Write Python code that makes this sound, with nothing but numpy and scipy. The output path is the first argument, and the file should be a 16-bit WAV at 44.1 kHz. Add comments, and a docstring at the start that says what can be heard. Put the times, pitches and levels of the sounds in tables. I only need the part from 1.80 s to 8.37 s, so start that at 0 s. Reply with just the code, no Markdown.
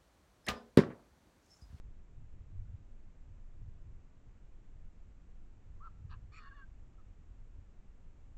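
"""Light wind rumbles and bumps on the microphone over a steady hiss, in a wood at night.
About four seconds in, two foxes scuffle a few metres from the trail camera. One yelps, gives a hoarse
bark, then a raspy cry that thins to a whine with a second, whistling tone in it, and a last faint yelp.
The yelps are nearly pure tones; in the bark and cry, rough vocal folds ring the throat.
The trees echo a little."""
import sys
import numpy as np
from scipy import signal
from scipy.fft import rfft, irfft
from scipy.io import wavfile
from scipy.ndimage import uniform_filter1d

SR = 44100
rng = np.random.default_rng(int(sys.argv[2]) if len(sys.argv) > 2 else 0)


def wav_record(signal):
    """Record a signal, one row per channel, as 16-bit PCM in the file named by sys.argv[1]."""
    frames = np.transpose(np.atleast_2d(signal))
    bounded = np.clip(frames, -1, 1)
    # unit amplitude maps onto the largest positive 16-bit level
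    quanta = np.round(bounded * 32767).astype(np.int16)
    wavfile.write(sys.argv[1], SR, quanta)


N = 289737
TIME = np.arange(N) / SR

# colour of the cry and its whistle as heard at the microphone: throat resonances,
# with notches from the ground or microphone: (frequency [Hz], gain [dB])
CRY_COLOUR = [(600, -36), (900, -22), (1100, 2.5), (1300, 3), (1460, 0.5), (1620, -0.5), (2100, -19),
              (2600, -30), (2850, -7), (3180, -29.5), (3450, -17), (4050, -27), (4330, -7.5), (4750, -23.5),
              (6200, -36)]


def undb(db):
    """Decibels to gain."""
    return 10 ** (np.asarray(db) / 20)


def unit(x):
    """Scale to rms 1."""
    return x / np.sqrt(np.mean(x ** 2))


def strength(x, size=500):
    """Running rms, smoothed twice over size samples."""
    return np.sqrt(np.abs(uniform_filter1d(uniform_filter1d(x ** 2, size), size)) + 1e-12)


def held(x, size=500):
    """Even out the strength of a sound, so that an envelope can drive it."""
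    return x / strength(x, size)


def curves(table, t):
    """The columns of a table, joined by straight lines in time."""
    times, *columns = np.transpose(table)
    return [np.interp(t, np.sort(times), column) for column in columns]


def envelope(t, start, end, attack_s, release_s):
    """Gain that rises, holds at 1 and dies away."""
    return np.clip((t - start) / attack_s, 0, 1) * np.clip((end - t) / release_s, 0, 1) ** 2


def bell(x, centre, width):
    """A smooth hump of height 1."""
    return np.exp(-((x - centre) / width) ** 2 / 2)


def freqs(t):
    """Frequency axis of a stretch of sound."""
    return np.maximum(np.fft.rfftfreq(len(t), 1 / SR), 1)


def colour(points, t):
    """Gain at every frequency from (frequency [Hz], gain [dB]) points."""
    hz, db = np.transpose(points)
    return undb(np.interp(np.log(freqs(t)), np.log(np.sort(hz)), db))


def resonance(hz, width, t):
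    """Gain of a steep resonance."""
    return 1 / (1 + ((freqs(t) - hz) / width * 1.55) ** 2) ** 2


def filtered(x, gain):
    """Pass a sound through a frequency response."""
    return irfft(rfft(x) * gain, len(x))


def noise(gain, t):
    """Noise of rms 1 with a given colour."""
    return unit(filtered(rng.standard_normal(len(t)), gain))


def tremor(hz, t):
    """Random unsteadiness, up to about hz changes a second."""
    return noise(1 / (1 + (freqs(t) / hz) ** 4), t)


def turn(hz):
    """Phase of an oscillator."""
    return 2 * np.pi * np.cumsum(hz) / SR


def hiss(midband_db=-74.5):
    """Slowly swaying night air and the even hiss of the microphone."""
    # spectrum of the steady background: (frequency [Hz], relative level [dB])
    hiss_colour = [(8, 17.5), (18, 30), (45, 14.5), (80, 4.5), (200, -.5), (300, -5.5), (500, -12),
                   (800, -16.5), (1500, -20.5), (2700, -25.5), (3200, -29.5), (4900, -35), (7400, -30.5),
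                   (8500, -42)]
    air = noise(colour(hiss_colour, TIME), TIME)
    hz = freqs(TIME)
    midband = filtered(air, (hz > 300) & (hz < 3000))
    return air / midband.std() * undb(midband_db)


def wind(breeze_db=-64, flutter_db=3, flutter_hz=9):
    """Eddies buffet the microphone: a fluttering breeze with gusts on top."""
    # spectrum of the rumble: (frequency [Hz], relative level [dB])
    wind_colour = [(10, -15), (30, -2), (45, 4), (70, -1.5), (100, -2), (130, -12.5), (170, -20.5),
                   (250, -36), (500, -71.5)]
    # gusts on the microphone: (time [s], half width [s], level [dB])
    gusts = [(0.061, .03, -50.5), (.41, 0.037, -51), (.8, .14, -47), (1.51, 0.072, -54.5),
             (1.86, .045, -46.5), (2.09, .07, -53), (3.02, .04, -53.5), (3.92, 0.055, -53),
             (4.31, 0.14, -49), (4.93, .03, -52), (5.52, .035, -53.5), (5.79, .04, -55)]
    breeze = undb(breeze_db + flutter_db * tremor(flutter_hz, TIME))
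    gusting = sum(undb(db) * bell(TIME, when, width) for when, width, db in gusts)
    rumble = held(noise(colour(wind_colour, TIME), TIME), size=6000)
    return rumble * np.hypot(breeze, gusting)


def bumps(weak_per_s=8, weak_db=-54, spread_db=2.5, weak_hz=78.6):
    """Single eddies hit the microphone and swing the pressure once or twice: a few strong, many weak."""
    # strong, dull bumps of air: (time [s], envelope peak [dB], pitch [Hz])
    strong = [(0.716, -48, 87), (0.789, -36.5, 38.2), (0.946, -36, 85.5), (1.831, -41.5, 88),
              (3.903, -45.5, 85), (4.255, -40.5, 103), (5.514, -46, 81.7), (5.79, -46, 79)]
    chance = rng.random((int(weak_per_s * N / SR), 3))
    weak = [(place * N / SR, weak_db + spread_db * (2 * size - 1), weak_hz * 2 ** (pitch - .5))
            for place, size, pitch in chance]
    out = np.zeros(N)
    for when, db, hz in strong + weak:
        near = np.abs(TIME - when) < .08
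        cycles = (TIME[near] - when) * hz
        out[near] += undb(db) * bell(cycles, 0, width=.46) * np.cos(2 * np.pi * (cycles + rng.random()))
    return out


def trees(x, t60_s=.7, gain_db=-21, damp_hz=2500):
    """Trunks scatter a faint, dull echo back to the microphone."""
    t = TIME[:SR]
    scatter = rng.standard_normal(SR) * np.exp(-np.log(1000) * t / t60_s) * (t > .012)
    echo = signal.fftconvolve(x, unit(scatter) / np.sqrt(SR))[:len(x)]
    return undb(gain_db) * filtered(echo, 1 / np.hypot(1, freqs(x) / damp_hz))


def squeal(t, hz, rough, call_colour, flutter_hz, jitter, drag, octave_db, rasp_db):
    """A thin, high tone; when forced, it rasps, and an uneven flutter chops it and drags its pitch."""
    flutter = np.sin(turn(flutter_hz * (1 + .22 * tremor(120, t))))
    phase = turn(hz * (1 + rough * (jitter * tremor(300, t) + drag * flutter)))
    tone = np.sin(phase) + undb(octave_db) * np.sin(2 * phase)
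    rasp = undb(rasp_db) * rough * tremor(7000, t)
    chopped = (tone + rasp) * (1 + rough * flutter)
    return held(filtered(chopped, colour(call_colour, t)))


def yelps(t, arch_hz_per_s2=120000, swell_db_per_s=120):
    """Short squeals that arch in pitch, swell, break up as they are forced and stop quickly."""
    # the yelps: (start [s], crest [s], end [s], pitch at the crest [Hz], level swelled towards [dB])
    calls = [(4.001, 4.053, 4.094, 1362, -50), (5.176, 5.182, 5.222, 1325, -68.5)]
    # colour of a yelp as heard at the microphone: throat resonances,
    # with notches from the ground or microphone: (frequency [Hz], gain [dB])
    yelp_colour = [(600, -12), (950, 8.5), (1150, 5.5), (1380, 2), (1490, -11), (1650, -5), (2100, -14),
                   (2800, -15), (3200, -22), (4400, -13.5), (5200, -22), (7000, -21)]
    out = np.zeros(len(t))
    for start, crest, end, crest_hz, db in calls:
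        during = np.clip(t, start, end)
        hz = crest_hz - arch_hz_per_s2 * (during - crest) ** 2
        rough = np.interp(t, [start, crest], [.091, .48])
        tone = squeal(t, hz, rough, yelp_colour, flutter_hz=189.6, jitter=.052, drag=.043,
                      octave_db=-34, rasp_db=-5)
        swell = undb(db - swell_db_per_s * (end - during))
        out += tone * swell * envelope(t, start, end, attack_s=.008, release_s=.018)
    return out


def throat_voice(t, hz, call_colour, rough, bright_db, jitter, rattle_hz, rattle, snarl_gain=0):
    """Vocal folds ring the throat; roughness shakes their pitch and breaks the cycles into noisy puffs."""
    # resonances that open as the lips draw back: (frequency [Hz], width [Hz], relative gain [dB])
    snarl_resonances = [(2336, 430, -4.5), (5540, 380, -27), (7000, 350, -22.5), (7500, 320, -25.5)]
    clear_hz, treble_hz = 3600, 3100
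    rough = np.clip(rough, 0, 1)
    phase = turn(hz * (1 + jitter * rough * tremor(250, t)))
    folds = unit(sum(np.cos(k * phase + k * k) for k in range(1, 15)))
    puffs = unit(tremor(8000, t) * (1 + .6 * np.cos(phase)))
    # only the lower harmonics stay clear; the top is always hoarse
    clear = 1 / (1 + (freqs(t) / clear_hz) ** 6)
    folds = filtered(folds, np.sqrt(clear)) + .64 * filtered(puffs, np.sqrt(1 - clear))
    source = np.sqrt(1 - rough ** 2) * folds + rough * puffs
    # loose tissue rattles and chops the air stream
    tissue = np.sin(turn(rattle_hz * (1 + .3 * tremor(100, t))))
    source = source * np.exp(rattle * rough * tissue)
    # a wide mouth lets out the treble, and drawn lips add the snarl
    voice = filtered(source, colour(call_colour, t))
    treble = filtered(voice, 1 / (1 + (treble_hz / freqs(t)) ** 16))
    lips = sum(undb(db) * resonance(centre, width, t) for centre, width, db in snarl_resonances)
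    snarl = filtered(source, lips)
    return (voice - treble + undb(bright_db) * treble + snarl_gain * snarl) / strength(voice)


def bark(t, start_s=4.291, end_s=4.373, start_hz=585, sag_hz_per_s=1000, gain_db=-57.5):
    """A hoarse, rattling burst that sags in pitch, bright at first and duller as the mouth closes."""
    # colour of the bark as heard at the microphone: throat resonances,
    # with notches from the ground or microphone: (frequency [Hz], gain [dB])
    bark_colour = [(550, -39), (780, -11.5), (950, 0.5), (1250, 5), (1470, -13), (1640, 6), (2100, -33),
                   (2400, -13), (2900, -10.5), (3200, -22.5), (4400, -15), (4850, -25), (5300, -50),
                   (5720, -24), (6100, -48)]
    age = np.clip(t, start_s, end_s) - start_s
    voice = throat_voice(t, start_hz - sag_hz_per_s * age, bark_colour, rough=.69,
                         bright_db=10 - 270 * age, jitter=.11, rattle_hz=138, rattle=.89)
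    return voice * undb(gain_db) * envelope(t, start_s, end_s, attack_s=.036, release_s=.033)


def whistle(t, base_db=-68, ring_hz=1589, ring_db=8.5):
    """A second tone, free of the cry's pitch, that swells whenever it meets a resonance of the throat."""
    # wavering path of the tone: (time [s], pitch [Hz])
    path = [(4.615, 1813), (4.663, 1818), (4.681, 1702), (4.691, 1845), (4.713, 1597), (4.729, 1614),
            (4.749, 1843), (4.771, 1708), (4.805, 1694), (4.819, 1600), (4.853, 1548), (4.86, 1480)]
    hz, = curves(path, t)
    db = base_db + ring_db * bell(hz, ring_hz, width=38)
    tone = squeal(t, hz, rough=.2, call_colour=CRY_COLOUR, flutter_hz=250, jitter=.044, drag=.041,
                  octave_db=-5.5, rasp_db=-18)
    return tone * undb(db) * envelope(t, path[0][0], path[-1][0], attack_s=.005, release_s=.018)


def cry(t, snarl_s=4.561, snarl_db=15.5, crack_s=4.638, dulling_db_per_s=35, gain_db=1.25):
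    """A snarling scream cracks and thins to a clearer whine while the mouth closes."""
    # the opening scream: (time [s], pitch [Hz], relative level [dB])
    scream = [(4.519, 567.9, -72), (4.541, 633.3, -65), (4.561, 645.3, -69), (4.585, 657.6, -60),
              (4.623, 615.0, -63), (4.65, 538.5, -62.5)]
    # the whine that follows in waves: (time [s], pitch [Hz], relative level [dB])
    whine = [(4.678, 547, -57), (4.688, 569.1, -63), (4.7, 576.7, -75), (4.718, 538.3, -68),
             (4.738, 568.4, -63.5), (4.748, 583, -73), (4.788, 566.9, -61.5), (4.832, 562, -71)]
    hz, db = curves(scream + whine, t)
    hz = hz * (1 + .012 * tremor(70, t))
    screaming = t < crack_s
    snarl = bell(t, snarl_s, width=.02)
    crack = bell(t, crack_s, width=.016)
    rough = np.where(screaming, .42, .28) + .46 * crack + .12 * snarl
    scream_bright_db = np.minimum(8, -59.5 - db)  # at its loudest the scream gains only below the treble
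    whine_bright_db = -3.5 - dulling_db_per_s * (t - crack_s)
    bright_db = np.where(screaming, scream_bright_db, whine_bright_db)
    voice = throat_voice(t, hz, CRY_COLOUR, rough, bright_db, jitter=.05,
                         rattle_hz=197, rattle=.58, snarl_gain=undb(snarl_db) * snarl)
    gate = envelope(t, scream[0][0], whine[-1][0], attack_s=.002, release_s=.006)
    return voice * undb(db + gain_db) * gate


def scene():
    """Wind and hiss at the microphone, and a fox calling a few metres off among the trees."""
    first = int(3.9 * SR)
    scuffle = slice(first, first + 72000)
    t = TIME[scuffle]
    fox = yelps(t) + bark(t) + cry(t) + whistle(t)
    out = wind() + bumps() + hiss()
    out[scuffle] += fox + trees(fox)
    return out[None]


def record(dry):
    """The trail camera cuts the treble steeply above 8500 Hz."""
    return signal.sosfilt(signal.ellip(10, .2, 70, 8500, fs=SR, output="sos"), dry)


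dry = scene()
out = record(dry)
wav_record(out)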